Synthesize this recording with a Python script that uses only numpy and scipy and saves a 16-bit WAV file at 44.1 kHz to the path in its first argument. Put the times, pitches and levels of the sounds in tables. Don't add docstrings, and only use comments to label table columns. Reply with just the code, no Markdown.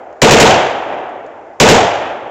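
import sys
import numpy as np
from scipy import signal
from scipy.fft import rfft, irfft, next_fast_len
from scipy.io import wavfile
from scipy.ndimage import map_coordinates

SR = 44100
rng = np.random.default_rng(int(sys.argv[2]) if len(sys.argv) > 2 else 0)


def dump_mix(stems):
    frames = np.atleast_2d(stems).T
    limited = np.clip(frames, -1, 1)
    pcm = np.round(limited * 32767).astype(np.int16)
    wavfile.write(sys.argv[1], SR, pcm)


def gain_from_db(level_db):
    decades = np.asarray(level_db, float) / 20
    return 10 ** decades


N = 101430

# f/Hz, T60/s
NO_DECAY_T60 = [(1, 1e9)]
# f/Hz, level/dB
AIR_COLOUR = [(25, 6), (45, -3), (60, 4.5), (100, 1.5), (140, -4), (300, -4), (1000, -18), (4000, -25.5),
              (7400, -24), (12000, -41.5)]
AIR_DB = -53

# t/s, level/dB
EARLIER_BURST = (-1.083, 3.6)
# f/Hz, level/dB
FOREST_COLOUR = [(25, -38), (110, -11), (160, -21), (300, -10), (500, -7.5), (620, -2.5), (720, -2.5),
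                 (810, -2.5), (900, -5), (1100, -10.5), (1900, -13), (3300, -14), (4300, -25.5),
                 (7220, -27.5), (12000, -45)]
# f/Hz, T60/s
FOREST_T60 = [(60, 1.5), (200, 2.24), (400, 3.01), (550, 3.02), (700, 2.81), (900, 2.45), (1500, 2.275),
              (3000, 1.51), (4500, 1.155), (8000, 1.01)]
FOREST_DB, FOREST_RISE_S = -10.5, 0.037
FOREST_LUMPS_DB, FOREST_SWELL_DB = 1, -1

# t/s, level/dB
TICK_EVENTS = [(.127, -54), (1.092, -51.5), (1.263, -48.5)]
# f/Hz, level/dB
TICK_COLOUR = [(1500, -27), (4000, -7), (7000, -3), (12000, -29)]
TICK_T60_S = 0.029

# t/s, level/dB, far roll level/dB
SHOT_EVENTS = [(.2180, -2.5, -0.6), (.3090, -4, 0.4), (0.3995, -2.5, 1.54), (1.6005, -2.5, 0),
               (1.687, -4.5, -2.1)]
# f/Hz, level/dB
PUFF_COLOUR = [(30, -46.5), (300, -62), (1500, 14.5), (4000, 4), (7000, 7.5), (12000, -16.5), (20000, -40)]
PUFF_DB, PUFF_T60_S = 12.5, 0.033
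BLAST_DB, BLAST_S = 6.5, 0.00023
LEAD_DB, LEAD_S = -18.5, 0.0015

# f/Hz, level/dB
CLOSE_COLOUR = [(25, -43), (100, -5.5), (170, -2.5), (450, -2.5), (900, -2.5), (1300, -10), (3000, -8),
                (4600, -17), (7200, -12), (12000, -35.5)]
# f/Hz, T60/s
CLOSE_DECAY_T60 = [(100, 0.45), (700, 0.22), (3000, 0.21), (8000, 0.18)]
CLOSE_DB, CLOSE_RISE_S = 11.5, 0.0039
# f/Hz, level/dB
NEAR_COLOUR = [(25, -32), (100, -10), (200, -5), (450, -1), (800, -2), (1200, -13), (3300, -16.5),
               (4300, -26.5), (7200, -20), (12000, -32)]
# f/Hz, T60/s
NEAR_DECAY_T60 = [(60, 0.54), (200, 0.31), (700, 0.68), (2000, 0.65), (4500, 0.61), (8000, 0.43)]
NEAR_DB, NEAR_RISE_S, NEAR_LUMPS_DB = 8, 0.012, 2.5
REPEATED_SHARE = 0.88

TRUNKS_DB, TRUNKS_SPREAD_DB = 1.5, 6.5
TRUNKS_T60_S, TRUNKS_SPAN_S = 0.64, 0.5
TRUNK_HZ, TRUNK_DECAY_CYCLES = 2670, 0.89

# delay t/s, f/Hz, level/dB, Gaussian width/s
EARLY_RETURNS = [(0.006, 559.7, 10, 0.0035), (0.02, 166, 3.5, 0.0085), (.043, 446.7, 9, 0.0065),
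                 (0.059, 880, 1, 0.0083), (0.139, 746, -7, 0.0037), (0.194, 713, -2.5, 0.0012)]

# t/s, level/dB
CLACK_EVENTS = [(.508, -7), (0.542, -13)]
# f/Hz, level/dB
CLACK_COLOUR = [(1500, -30), (2500, -4.5), (3100, 1.5), (3700, -10), (6000, -15.5), (9000, -30.5)]
CLACK_T60_S = 0.06

# f/Hz, gain/dB
BAND_GAIN = [(7000, 0.5), (7600, -2.5), (7900, -9), (8700, -19), (9200, -58), (10000, -100)]
BASS_CUT_HZ, TOP_HZ = 56, 16150
INPUT_TOP, INPUT_KNEE = 0.72, 5
OUT_TOP, OUT_KNEE = 0.70, 16


def along(points, hz):
    f, v = np.transpose(points)
    return np.interp(np.log(hz + 1), np.log(f + 1), v)


def wobble(rate_hz):
    knots = rng.standard_normal(int(N * rate_hz / SR) + 4)
    return map_coordinates(knots, [np.arange(N) * rate_hz / SR])


def age_s(start_s):
    return np.maximum(np.arange(N) / SR - start_s, 0)


def dying(start_s, colour, t60, rise_s=0.0001):
    hz, t, z = signal.stft(rng.standard_normal(N), SR, nperseg=1024)
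    gain = gain_from_db(along(colour, hz))
    gain = gain / np.sqrt(np.mean(gain ** 2))
    fade = gain_from_db(-60 * np.maximum(t - start_s, 0) / along(t60, hz)[:, None])
    noise = signal.istft(z * gain[:, None] * fade, SR, nperseg=1024)[1][:N]
    return noise * (1 - np.exp(-age_s(start_s) / rise_s))


def burst(start_s, colour, t60_s):
    return dying(start_s, colour, NO_DECAY_T60) * gain_from_db(-60 * age_s(start_s) / t60_s)


def still_air():
    return gain_from_db(AIR_DB) * dying(-1, AIR_COLOUR, NO_DECAY_T60)


def forest(start_s):
    lumps_db = FOREST_LUMPS_DB * wobble(60)
    swell_db = FOREST_SWELL_DB * wobble(11.53)
    roll = dying(start_s, FOREST_COLOUR, FOREST_T60, FOREST_RISE_S)
    return gain_from_db(FOREST_DB + lumps_db + swell_db) * roll


def ticks():
    return sum(gain_from_db(db) * burst(s, TICK_COLOUR, TICK_T60_S) for s, db in TICK_EVENTS)


def muzzle(start_s):
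    lead = gain_from_db(LEAD_DB) * burst(start_s - LEAD_S, PUFF_COLOUR, PUFF_T60_S)
    u = age_s(start_s) / BLAST_S
    shock = gain_from_db(BLAST_DB) * (u > 0) * (1 - u) * np.exp(-u)
    puff = gain_from_db(PUFF_DB) * burst(start_s, PUFF_COLOUR, PUFF_T60_S)
    return lead + shock + puff


def trunks(count=260):
    delay_s = rng.random(count) * TRUNKS_SPAN_S
    log_pitch = rng.normal(0, 0.42, count)
    size = rng.uniform(-0.86, 1, count)
    sample = np.arange(256)
    t = sample / SR
    hz = TRUNK_HZ * np.exp(log_pitch)[:, None]
    gain = gain_from_db(TRUNKS_DB + TRUNKS_SPREAD_DB * size - 60 * delay_s / TRUNKS_T60_S)[:, None]
    clicks = gain * np.sin(2 * np.pi * hz * t) * np.exp(-t * hz / TRUNK_DECAY_CYCLES)
    place = (delay_s * SR).astype(int)[:, None] + sample
    return np.bincount(place.ravel(), clicks.ravel(), N)[:N]


def nearby():
    close = gain_from_db(CLOSE_DB) * dying(0, CLOSE_COLOUR, CLOSE_DECAY_T60, CLOSE_RISE_S)
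    near = gain_from_db(NEAR_DB) * dying(0, NEAR_COLOUR, NEAR_DECAY_T60, NEAR_RISE_S)
    lumps = gain_from_db(NEAR_LUMPS_DB * wobble(149.8))
    return trunks() + lumps * (close + near)


def returns():
    t = np.arange(N) / SR
    total = np.zeros(N)
    for delay_s, hz, db, width_s in EARLY_RETURNS:
        swell = np.exp(-0.5 * ((t - delay_s) / width_s) ** 2)
        total += gain_from_db(db) * swell * np.sin(2 * np.pi * (hz * t + rng.random()))
    return total


def clacks():
    return sum(gain_from_db(db) * burst(s, CLACK_COLOUR, CLACK_T60_S) for s, db in CLACK_EVENTS)


def scene():
    repeated = np.sqrt(REPEATED_SHARE) * nearby() + returns()
    shots = np.zeros(N)
    for start_s, db, far_db in SHOT_EVENTS:
        answer = repeated + np.sqrt(1 - REPEATED_SHARE) * nearby()
        answer = np.pad(answer, (round(start_s * SR), 0))[:N]
        shots += gain_from_db(db) * (muzzle(start_s) + answer + gain_from_db(far_db) * forest(start_s))
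    earlier_s, earlier_db = EARLIER_BURST
    earlier = gain_from_db(earlier_db) * forest(earlier_s)
    return (still_air() + earlier + ticks() + shots + clacks())[None]


def clip(x, top, knee):
    return x / (1 + np.abs(x / top) ** knee) ** (1 / knee)


def band_limit(x):
    m = next_fast_len(N + 8192)
    gain = gain_from_db(along(BAND_GAIN, np.fft.rfftfreq(m, 1 / SR)))
    return irfft(rfft(x, m) * gain, m)[..., :N]


def top_cut(x):
    return signal.sosfilt(signal.butter(12, 16630, fs=SR, output="sos"), x)


def record(dry):
    bass_cut = signal.butter(3, BASS_CUT_HZ, "high", fs=SR, output="sos")
    capsule = signal.sosfilt(bass_cut, dry)
    limited = band_limit(clip(capsule, INPUT_TOP, INPUT_KNEE))
    low_pass = signal.cheby2(20, 40, TOP_HZ, fs=SR, output="sos")
    mix = signal.sosfiltfilt(low_pass, clip(limited, OUT_TOP, OUT_KNEE))
    return top_cut(mix)


dry = scene()
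out = record(dry)
dump_mix(out)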